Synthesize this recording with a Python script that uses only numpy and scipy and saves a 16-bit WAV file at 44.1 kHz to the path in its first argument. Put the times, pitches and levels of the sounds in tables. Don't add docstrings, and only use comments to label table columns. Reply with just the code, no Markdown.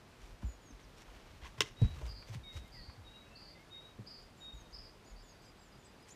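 import sys
import numpy as np
from scipy import signal
from scipy.fft import rfft, irfft
from scipy.io import wavfile
from scipy.ndimage import uniform_filter1d

SR = 44100
rng = np.random.default_rng(int(sys.argv[2]) if len(sys.argv) > 2 else 0)


def boost(x):
    u = np.asarray(x, float) / 20
    return 10 ** u


def transcribe(u):
    v = np.clip(np.atleast_2d(u).T, -1, 1)
    q = np.round(v * 32767).astype(np.int16)
    wavfile.write(sys.argv[1], SR, q)


N = 271215

# start_s, peak_db, pitch_hz, t60_s
SNAPS = [(1.6061, -28, 4990, 0.0113), (1.606, -23.5, 5530, 0.014), (1.606, -22.5, 3480, 0.017),
         (1.6065, -24, 2862, .018), (1.6072, -21, 2900, 0.003), (1.6081, -30, 2310, 0.0057),
         (1.606, -31, 7830, 0.0088), (1.6062, -33, 6890, 0.013), (1.6059, -33, 6130, .014),
         (1.6173, -27, 2600, 0.0052), (1.6225, -32, 3100, .005), (1.6592, -48, 2150, .015),
         (1.5786, -49, 1800, .012), (1.5789, -53, 900, .02)]
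# pitch_hz, level_db, t60_s
LOG_MODES = [(134.3, -43.5, 0.13), (432, -25.5, 0.036), (1062, -23.5, 0.02), (510, -33, 0.025),
             (1350, -43, 0.017), (1629, -37, 0.035), (2075, -31, 0.05), (2413, -43, .05),
             (2600, -36, 0.045), (3500, -36.5, 0.028), (3795, -40, .03), (5270, -45.5, .04),
             (6218, -48, .05)]
BLOW_S, LOG_RISE_TURNS = 1.607, 0.6
# peak_s, level_db, swell_s, fade_s
TEARS = [
    (1.6062, -29, .0003, 0.0092),
    (1.6205, -38.5, 0.012, 0.006),
    (1.628, -50.5, .003, 0.017),
    (1.661, -60, .002, 0.022),
    (1.685, -58.5, 0.032, 0.017),
]
# freq_hz, level_db
TEAR_COLOUR = [(420, -6), (680, -24), (1700, -6), (3000, -7), (4600, -8.5), (6300, -9), (10000, -20),
               (15500, -46)]
# start_s, length_s, level_db, first_hz, last_hz
SQUEAKS = [
    (1.6156, 0.0086, -35, 2500, 3370),
    (1.617, .006, -47, 6120, 6250),
]

# start_s, peak_db, first_hz, t60_s
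STAMPS = [(.226, -47.5, 58.1, 0.078), (0.437, -31.5, 71.4, 0.134), (.71, -51.5, 57.7, 0.16),
          (.83, -53.5, 50, 0.16), (1.28, -55.5, 72, 0.17), (1.42, -43.5, 74.6, 0.122),
          (1.833, -24.5, 62.4, 0.06), (1.865, -37.5, 100, 0.28), (2.019, -36.5, 66.7, 0.303),
          (2.88, -43, 91, 0.062), (4.529, -45, 62, 0.16), (4.716, -52.5, 57, .15), (4.778, -49, 55.7, 0.11),
          (5.101, -48, 49.8, 0.32)]
STAMP_SAG, STAMP_RISE_TURNS = 0.76, 0.715
# start_s, peak_db,
# first_hz, last_hz, t60_s
DROPS = [(.429, -40.5, 274.6, 155.4, 0.043), (0.4314, -42, 115, 90, 0.084), (.703, -50, 280, 248, 0.041),
         (1.58, -46, 117.4, 104.5, 0.21), (1.815, -18, 140.2, 74.6, 0.11), (1.816, -32.5, 247, 192, 0.072),
         (1.876, -59, 1120, 1110, .05), (1.966, -55, 1190, 1150, .03), (2.083, -62, 1170, 1150, .04),
         (1.619, -45, 1090, 1050, .05), (1.617, -44, 350, 310, .04), (1.63, -51, 450, 420, .08),
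         (1.4547, -53, 1080, 1120, .05), (1.579, -57, 1070, 1060, .06), (2.022, -53, 600, 620, .04),
         (1.8152, -41.5, 515, 400, 0.062), (1.8155, -45, 760, 660, 0.027), (1.8146, -47, 610, 540, 0.022),
         (1.961, -50, 139.8, 107.4, 0.61), (2.012, -49.5, 420, 450, 0.05), (2.292, -41, 117, 94.6, 0.21),
         (2.35, -38.5, 155, 60, 0.168), (2.549, -39, 98, 53.8, 0.206), (2.97, -49.5, 111.5, 54.7, 0.302),
         (3.986, -43, 128, 107, 0.1), (3.987, -45.5, 231, 204, 0.045), (3.987, -53.5, 406, 360, 0.0354),
         (3.9865, -55, 540, 480, .03), (5.749, -55.5, 153, 131, .1)]
DROP_RISE_TURNS = 0.605
# time_s, effort_db
EFFORT = [(0, -5), (.22, -3), (.38, 2), (.79, -4), (1.2, 2.5), (1.45, 7.5), (1.85, -4.5), (1.99, 16),
          (2.13, 3.5), (2.5, 7), (2.64, 3.5), (3.49, -6.5), (4.04, -3), (4.73, -1), (5.0, -3), (5.31, -14),
          (5.65, -5), (6.15, -13.5)]
DEEP_DB, UPPER_DB = -65.5, -69.5
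DEEP_FOLLOWS, UPPER_FOLLOWS = 1.15, 0.77

# peak_s, level_db, swell_s, fade_s, dullness_0_to_1
CRUNCHES = [(.254, -78, 0.19, 0.12, .55), (.424, -80, 0.011, .05, 0.7), (.792, -87, 0.28, 0.085, 0.64),
            (.985, -77, 0.02, 0.032, 0.55), (1.02, -79, 0.042, 0.023, 0.33), (1.2, -79, 0.49, 0.7, 0.83),
            (1.465, -78, 0.048, 0.072, 0.44), (1.585, -73, 0.019, 0.0235, 0.7),
            (1.83, -74, 0.085, 0.18, 0.77), (2.0, -76.5, 0.23, 0.14, 0.68), (2.075, -76, 0.079, .06, 0.52),
            (2.292, -72, 0.04, 0.04, 0.55), (2.345, -69.5, 0.04, 0.05, 0.6), (2.548, -75, .035, .04, .5),
            (2.572, -71.5, 0.05, 0.045, 0.55), (2.68, -86.5, 0.11, .1, .55),
            (6.088, -74, 0.021, 0.053, .55)]
# freq_hz, level_db
CRUNCH_DULL = [(300, 5.5), (1200, 1), (3000, -1), (6000, -15), (10000, -29), (15000, -38)]
# freq_hz, level_db
CRUNCH_BRIGHT = [(300, -5), (1200, -10), (3000, -7), (6000, -0.5), (10000, -12), (15000, -16)]
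EDGE_DB = -18
# start_s, peak_db, low_hz, high_hz, t60_s
CRACKLES = [(0.425, -54, 240, 1200, 0.068), (0.793, -56, 800, 3100, 0.046), (1.0765, -61, 620, 1500, 0.19),
            (1.415, -57, 1000, 3450, 0.14), (1.432, -54, 1050, 3300, 0.13), (1.445, -52.5, 950, 3500, 0.14),
            (1.4546, -52, 950, 3500, 0.114), (1.466, -53, 950, 3400, 0.047),
            (1.5783, -51, 700, 2600, 0.072), (1.8, -56, 1900, 2600, .02), (1.8155, -50.5, 400, 800, 0.09),
            (1.8165, -48, 1900, 8500, 0.0173), (2.012, -52, 350, 900, 0.12),
            (2.2238, -50, 1205, 3024, 0.037), (2.2817, -62, 1500, 8800, .014), (2.5, -62, 900, 1500, 0.035),
            (2.678, -58, 4500, 14000, 0.013), (2.8958, -50, 690, 2600, 0.039),
            (3.986, -53, 310, 564.8, 0.042), (6.0255, -58, 7000, 12000, .014)]

# time_s, pitch_hz, level_db
CLEAR_NOTES = [
    [(1.755, 3830, -80), (1.771, 3780, -66.5), (1.819, 3857, -54), (1.853, 3850, -58.5), (1.863, 3868, -65),
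     (1.887, 3882, -57.5), (1.939, 3890, -67), (1.947, 3747, -77), (1.96, 3855, -73)],
    [(2.425, 3830, -86), (2.439, 3720, -58), (2.471, 3753, -52.5), (2.523, 3768, -55), (2.531, 3780, -65),
     (2.571, 3785, -58), (2.591, 3814, -68), (2.629, 3750, -68), (2.7, 3790, -77)],
    [(3.04, 3741, -80), (3.05, 3830, -68), (3.086, 3752, -59), (3.106, 3804, -74.5), (3.116, 3786, -60),
     (3.126, 3821, -68), (3.164, 3819, -57.5), (3.212, 3830, -58), (3.3, 3821, -78)],
    [(3.697, 3685, -83), (3.705, 3710, -67), (3.731, 3740, -53.5), (3.765, 3742, -50), (3.829, 3792, -67.5),
     (3.859, 3810, -58), (3.909, 3810, -75), (3.917, 3783, -70), (3.955, 3720, -78)],
    [(4.395, 3790, -85), (4.409, 3752, -63), (4.421, 3753, -54), (4.475, 3752, -51.5), (4.529, 3720, -54.5),
     (4.55, 3790, -66), (4.601, 3766, -69), (4.64, 3720, -72), (4.72, 3750, -76)],
]
CLEAR_FLUTTER_DB = 1.2
# time_s, centre_hz, level_db, low_lean_0_to_1
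BUZZ_NOTES = [
    [(2.074, 4600, -68, .1), (2.085, 4870, -59, .2), (2.11, 4860, -55, .2), (2.14, 4800, -62, .2),
     (2.17, 4760, -55.5, .2), (2.2, 4740, -58, .2), (2.22, 4670, -58.5, .3), (2.256, 4670, -70, 0.4)],
    [(2.717, 4600, -66.5, .1), (2.735, 4830, -58.5, .1), (2.785, 4770, -56.5, .1), (2.805, 4630, -61, .9),
     (2.835, 4620, -59.5, 1), (2.875, 4660, -62, 0.47), (2.905, 4700, -63, 0.27), (2.945, 4660, -68, .3)],
    [(3.351, 4170, -63, .6), (3.358, 4500, -57, .6), (3.366, 4730, -58.5, .6), (3.43, 4775, -60.5, 0.5),
     (3.46, 4671, -59.5, 0.5), (3.51, 4751, -60.5, .4), (3.545, 4670, -68, .4)],
    [(4.06, 3920, -66, .1), (4.067, 4770, -59, .1), (4.075, 4937, -54, .1), (4.09, 4889, -56.5, 0),
     (4.12, 4880, -55, 0), (4.135, 4820, -58, .1), (4.175, 4730, -58.5, 0.35), (4.2, 4900, -61, .3),
     (4.246, 4860, -69, .3)],
    [(4.726, 4330, -62.5, .1), (4.733, 4930, -58, .1), (4.742, 5058, -53, 0), (4.77, 4940, -54, 0),
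     (4.81, 5040, -60, .1), (4.85, 4930, -58.5, 0.14), (4.875, 4850, -64, .2), (4.9, 4830, -64, .1)],
]
BUZZ_HZ, SWING_HZ = 237.6, 218
BUZZ_ROUGH = 0.038
SWING_IN_S = 0.0081

# start_s, length_s, level_db, first_hz, last_hz
SLIDES = [
    (0.446, .097, -68.5, 7100, 6766),
    (4.21, .027, -78, 7100, 6720),
    (4.37, .083, -73, 7150, 6900),
    (4.526, .1, -71, 7100, 6300),
    (5.221, 0.107, -71, 7200, 6404),
]
HOOKS = [
    (4.705, 0.028, -73, 6760, 6400),
    (5.415, .08, -78.5, 7850, 7550),
    (5.578, .112, -76, 7770, 7050),
    (5.778, 0.078, -77, 7250, 6690),
]
PLUNGES = [
    (.611, .107, -69, 7010, 6240),
]
FALLS = [
    (.806, .05, -74, 6700, 6160),
    (5.416, 0.051, -74, 6900, 6500),
    (5.4161, .05, -82, 13800, 13000),
]
ARCHES = [
    (.9615, .078, -76, 5554, 5670),
    (5.045, .082, -70.5, 6900, 7030),
    (5.845, 0.03, -66, 8460, 8300),
]
FLICKS = [
    (6.092, 0.036, -63, 6970, 7370),
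    (6.103, .028, -62.5, 7150, 7250),
]
STREAKS = [
    (6.082, 0.018, -64, 6700, 9300),
    (6.096, .014, -74, 9000, 13000),
    (6.088, .014, -73, 5800, 8200),
    (6.082, .01, -72.5, 7500, 10500),
]

# start_s, length_s, level_db, first_hz, last_hz
FLUTE = [(2.428, 0.074, -68, 2290, 2160), (2.49, 0.09, -70, 2130, 2128), (2.63, .062, -72, 2105, 2125),
         (2.73, 0.042, -68, 2240, 1970), (2.76, 0.062, -62, 1975, 1880), (2.815, .022, -68, 1900, 1970),
         (2.86, .05, -74, 2050, 2250), (3.21, .05, -73, 2190, 2270), (3.73, .07, -74, 2090, 2160),
         (3.235, .055, -76, 2810, 2800), (3.07, .03, -74, 2740, 2755), (3.129, 0.057, -66, 2770, 2840),
         (3.256, 0.04, -72, 2540, 2560), (3.296, 0.088, -69, 2660, 2670), (3.38, .06, -77, 2650, 2620),
         (3.475, .065, -75, 2010, 2130), (3.492, .13, -79.5, 3650, 3610), (3.545, .045, -65, 2060, 2050),
         (3.583, 0.06, -69, 2110, 2200), (5.215, .1, -79, 3500, 3500), (5.81, 0.079, -79, 3500, 3530)]
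TRILLS = [
    (5.058, 0.058, -71.5, 4800, 5000),
    (5.163, 0.066, -71, 4600, 4900),
    (5.282, .06, -72, 4800, 4800),
    (5.396, 0.0633, -72, 4800, 4690),
]
STRANDS = [
    (5.062, .055, -77, 4800, 5200),
    (5.158, .034, -73, 4380, 5120),
    (5.195, .035, -73, 5130, 5150),
    (5.172, .04, -72, 4820, 4580),
    (5.205, .028, -75, 4600, 4800),
    (5.29, .045, -77, 5100, 5150),
    (5.285, .03, -76, 4950, 4950),
    (5.31, .063, -74, 4970, 4580),
    (5.396, .02, -77, 4600, 5150),
    (5.414, .07, -79, 5170, 5120),
]
PIPS = [(5.457, 0.022, -68, 4960, 4870), (5.478, .028, -68.5, 4880, 4930), (5.59, .014, -70, 4950, 4900),
        (5.612, 0.022, -71, 4920, 4800), (5.72, 0.0186, -71, 4970, 4880),
        (5.746, 0.0224, -69.5, 4920, 4900), (5.853, .018, -70, 4960, 4890), (5.874, 0.032, -71, 4920, 4870),
        (5.96, .012, -74.5, 4850, 4830), (6.0, .016, -74, 5000, 4850), (6.02, 0.014, -70, 4850, 5200),
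        (6.028, .026, -71, 5180, 4750)]

# freq_hz, level_db_per_hz
AIR_COLOUR = [(27, -4), (45, 0), (233, -5), (846, -11), (4760, -22.5), (12400, -36), (14300, -35.5),
              (15500, -48)]
AIR_DB = -60


def split():
    out, t = np.zeros(N), np.arange(SR // 5) / SR
    for s, db, hz, t60 in SNAPS:
        grit = uniform_filter1d(rng.standard_normal(len(t)), size=2)
        add(out, s, boost(db - 60 * t / t60) * (np.sin(2 * np.pi * hz * t) + 0.104 * grit))
    for hz, db, t60 in LOG_MODES:
        attack = 1 - np.exp(-t * hz / LOG_RISE_TURNS)
        add(out, BLOW_S, boost(db - 60 * t / t60) * attack * np.sin(2 * np.pi * hz * t))
    for row in SQUEAKS:
        add(out, *whistle(*row, edge_s=0.00118, flutter_db=2.0))
    fibres = grains(N, per_s=9000, spread_db=0.0)
    resonant = woody(np.diff(fibres, prepend=0))
    out += sum(humps(TEARS)) * (coloured(fibres, TEAR_COLOUR) + boost(-5.5) * resonant)
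    return woods(out, t60=0.34, wet_db=-21.0)


def woody(clicks):
    t = np.arange(SR // 20) / SR
    rings = np.zeros(len(t))
    for hz, db, t60 in LOG_MODES[2:]:
        rings += boost(db - 60 * t / (0.5 * t60)) * np.sin(2 * np.pi * hz * t)
    return evened(signal.fftconvolve(clicks, rings)[:len(clicks)])


def ground():
    t = np.arange(N) / SR
    effort_db = np.interp(t, *np.transpose(EFFORT))
    lumps = boost(4.1 * wander(N, 0.027))
    deep_colour = [(22, -4), (40, 13.5), (65, -1.5), (100, -4), (150, -49.0)]
    upper_colour = [(70, -16), (100, 4), (150, -5.5), (230, -11), (350, -41.5)]
    deep = coloured(rng.standard_normal(N), deep_colour) * boost(DEEP_DB + DEEP_FOLLOWS * effort_db)
    upper = coloured(rng.standard_normal(N), upper_colour) * boost(UPPER_DB + UPPER_FOLLOWS * effort_db)
    shocks = np.zeros(N)
    for s, db, hz, t60 in STAMPS:
        add(shocks, s, shock(db, hz, STAMP_SAG * hz, STAMP_RISE_TURNS / hz, t60))
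    for s, db, hz, last_hz, t60 in DROPS:
        add(shocks, s, shock(db, hz, last_hz, DROP_RISE_TURNS / hz, t60))
    return lumps * (deep + upper) + woods(shocks, t60=0.21, wet_db=-9.0)


def shock(db, first_hz, last_hz, rise_s, t60):
    t = np.arange(SR // 2) / SR
    hz = last_hz + (first_hz - last_hz) * np.exp(-(t / (0.18 * t60)) ** 2)
    swell = (1 - np.exp(-t / rise_s)) ** 2 * boost(-60 * (t / t60) ** 1.43)
    return -boost(db) * swell / swell.max() * np.cos(2 * np.pi * np.cumsum(hz) / SR)


def crunch():
    motions = np.array(humps(CRUNCHES))
    dullness = np.clip([row[-1] for row in CRUNCHES], 0, 1)
    clicks = grains(N, per_s=3500, spread_db=3.5)
    bright = boost(14.0) * ((1 - dullness) @ motions) * coloured(clicks, CRUNCH_BRIGHT)
    dull = boost(16.5) * (dullness @ motions) * coloured(clicks, CRUNCH_DULL)
    return boost(1.8 * wander(N, 0.015)) * (bright + dull)


def crackles():
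    out, t = np.zeros(N), np.arange(SR // 6) / SR
    for s, db, low_hz, high_hz, t60 in CRACKLES:
        band = signal.butter(2, [low_hz, high_hz], "bandpass", fs=SR, output="sos")
        clicks = grains(len(t), per_s=6000, spread_db=3.5)
        burst = signal.sosfilt(band, evened(clicks) + boost(-13.0) * woody(clicks))
        add(out, s, boost(db - 60 * t / t60) * (1 - np.exp(-t / 0.0009)) * evened(burst))
    return out


def near_bird():
    clear, buzzing = np.zeros((2, N))
    for rows in CLEAR_NOTES:
        t, hz, db = along(rows)
        tone = np.sin(2 * np.pi * np.cumsum(hz) / SR) * signal.windows.tukey(len(t), 0.08)
        add(clear, t[0], np.sqrt(2) * boost(db + CLEAR_FLUTTER_DB * wander(len(t), 0.00464)) * tone)
    for rows in BUZZ_NOTES:
        t, hz, db, lean = along(rows)
        add(buzzing, *buzz(t, db, hz, lean, SWING_HZ, BUZZ_HZ, rough=BUZZ_ROUGH))
    return woods(clear, t60=0.33, wet_db=-11.5) + woods(buzzing, t60=0.42, wet_db=-7)


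def small_bird():
    high = np.zeros(N)
    for row in PLUNGES:
        add(high, *whistle(*row, tilt_db=10, lead=(0.03, 0.012), hook=(-0.42, 0.0018),
                           octave_db=-30, edge_s=0.0012))
    for row in FALLS:
        add(high, *whistle(*row, tilt_db=4, hook=(-0.29, 0.016), edge_s=0.003))
    for row in STREAKS:
        add(high, *whistle(*row, edge_s=0.003, flutter_db=-1.17))
    for row in SLIDES:
        add(high, *whistle(*row, tilt_db=5, lead=(0.075, 0.012), hook=(-0.03, 0.004),
                           octave_db=-12, edge_s=0.0052))
    for row in HOOKS:
        add(high, *whistle(*row, tilt_db=8, lead=(0.015, 0.012), hook=(-0.16, 0.005),
                           octave_db=-14, edge_s=0.0031))
    for row in ARCHES:
        add(high, *whistle(*row, tilt_db=-2, lead=(-0.26, 0.004), hook=(-0.13, 0.011),
                           octave_db=-20, edge_s=0.0025))
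    for row in FLICKS:
        add(high, *whistle(*row, tilt_db=5, lead=(-0.3, 0.008), edge_s=0.002, flutter_db=3.0))
    return woods(high, t60=0.16, wet_db=-9.5)


def far_birds():
    far = np.zeros(N)
    for row in FLUTE:
        add(far, *whistle(*row, edge_s=0.011, flutter_db=1.8))
    for s, length, db, hz, last_hz in TRILLS:
        t = np.arange(int(length * SR)) / SR
        glide_hz = hz + (last_hz - hz) * t / length
        add(far, *buzz(s + t, db, glide_hz, lean=0.1, swing_hz=330, rate_hz=149.4, rough=0.08))
    for row in STRANDS:
        add(far, *whistle(*row, edge_s=0.005, flutter_db=2.2))
    for row in PIPS:
        add(far, *whistle(*row, hook=(-0.035, 0.003), edge_s=0.003, flutter_db=1.5))
    return woods(far, t60=0.45, wet_db=-9)


def whistle(s, length, db, first_hz, last_hz, tilt_db=0., lead=(0, 1), hook=(0, 1), octave_db=-60,
            edge_s=0.0097, flutter_db=2.5):
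    t = np.arange(0, length, 1 / SR)
    bend = 1 + lead[0] * np.exp(-t / lead[1]) + hook[0] * np.exp((t - length) / hook[1])
    hz = (first_hz + (last_hz - first_hz) * t / length) * bend
    turn = 2 * np.pi * np.cumsum(hz) / SR
    tone = np.sin(turn) + boost(octave_db - 12 * t / length) * np.sin(2 * turn)
    soft = np.minimum(np.minimum(t, length - t) / edge_s, 1) ** 2
    level_db = db + tilt_db * (t / length - 0.5) + flutter_db * wander(len(t), 0.0068)
    return s, np.sqrt(2) * tone * soft * boost(level_db)


def buzz(t, db, hz, lean, swing_hz, rate_hz, rough):
    beat = 2 * np.pi * np.cumsum(rate_hz * (1 + rough * wander(len(t), 0.0067))) / SR
    depth = 1 - np.exp(-((t - t[0]) / SWING_IN_S) ** 2)
    sweep = np.sin(beat) + 0.29 * np.cos(2 * beat)
    pitch = hz * (1 + 0.1 * rough * wander(len(t), 0.0099)) + depth * swing_hz * sweep
    throb = 1 + depth * (0.27 * np.cos(beat) - lean * np.sin(beat))
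    tone = evened(np.sin(2 * np.pi * np.cumsum(pitch) / SR) * throb)
    return t[0], boost(db + 2.04 * wander(len(t), 0.0032)) * tone * signal.windows.tukey(len(t), 0.04)


def along(rows):
    s, *columns = np.transpose(rows)
    t = np.arange(s[0], s[-1], 1 / SR)
    return t, *[np.interp(t, s, column) for column in columns]


def air():
    return boost(AIR_DB + 0.41 * wander(N, 0.045)) * coloured(rng.standard_normal(N), AIR_COLOUR)


def woods(x, t60, wet_db):
    t = np.arange(int(0.5 * SR)) / SR
    sparse = rng.standard_normal(len(t)) * (rng.random(len(t)) < 0.06)
    taps = sparse * boost(-60 * t / t60) * (t > 0.006)
    return x + boost(wet_db) * signal.fftconvolve(x, taps / np.linalg.norm(taps))[:N]


def grains(size, per_s, spread_db):
    sizes = boost(spread_db * np.minimum(rng.exponential(1, size), 4)) * rng.choice([-1, 1], size)
    return sizes * (rng.random(size) < per_s / SR)


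def humps(rows):
    t = np.arange(N) / SR
    return [boost(db + EDGE_DB * np.maximum((s - t) / swell, (t - s) / fade)) for s, db, swell, fade, *_ in rows]


def wander(size, smooth_s):
    width = max(int(smooth_s * SR), 2)
    smooth = uniform_filter1d(rng.standard_normal(size), width)
    return evened(uniform_filter1d(smooth, width))


def coloured(x, points):
    f, db = np.transpose(points)
    hz = np.fft.rfftfreq(len(x), 1 / SR)
    gain_db = np.interp(np.log(hz + 1), np.log(f + 1), db, left=-80)
    return evened(irfft(rfft(x) * boost(gain_db), len(x)))


def evened(x):
    return x / np.sqrt(np.mean(x ** 2) + 1e-20)


def add(mix, s, sound):
    part = mix[round(s * SR):][:len(sound)]
    part += sound[:len(part)]


def scene():
    work = split() + ground() + crunch() + crackles()
    birds = near_bird() + small_bird() + far_birds()
    return (work + birds + air())[None]


def low_pass(x):
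    return signal.sosfilt(signal.butter(12, 16050, fs=SR, output="sos"), x)


def record(dry):
    hz, _, z = signal.stft(dry, SR, nperseg=2048)
    hz = hz[:1024]
    bands = (abs(z[:, :1024]) ** 2).reshape(1, 128, 8, -1).mean(axis=2)
    power_db = 10 * np.log10(np.repeat(bands, 8, axis=1) + 1e-20)
    usual_db = np.median(power_db, axis=2, keepdims=True)
    treble_db = (power_db - usual_db)[:, 500:690].mean(axis=1, keepdims=True)
    usual_db = usual_db + 0.8 * treble_db * (hz[:, None] < 15100)
    margin_db = np.interp(hz, [12500, 12800, 14800, 15100, 15200, 15290, 16400],
                          [-9, -1.5, -0.8, 2, 7, 24, 60])
    z[:, :1024] *= (power_db > usual_db + margin_db[:, None]) | (hz[:, None] < 12500)
    mix = signal.istft(z, SR, nperseg=2048)[1][:, :N]
    return low_pass(mix)


dry = scene()
out = record(dry)
transcribe(out)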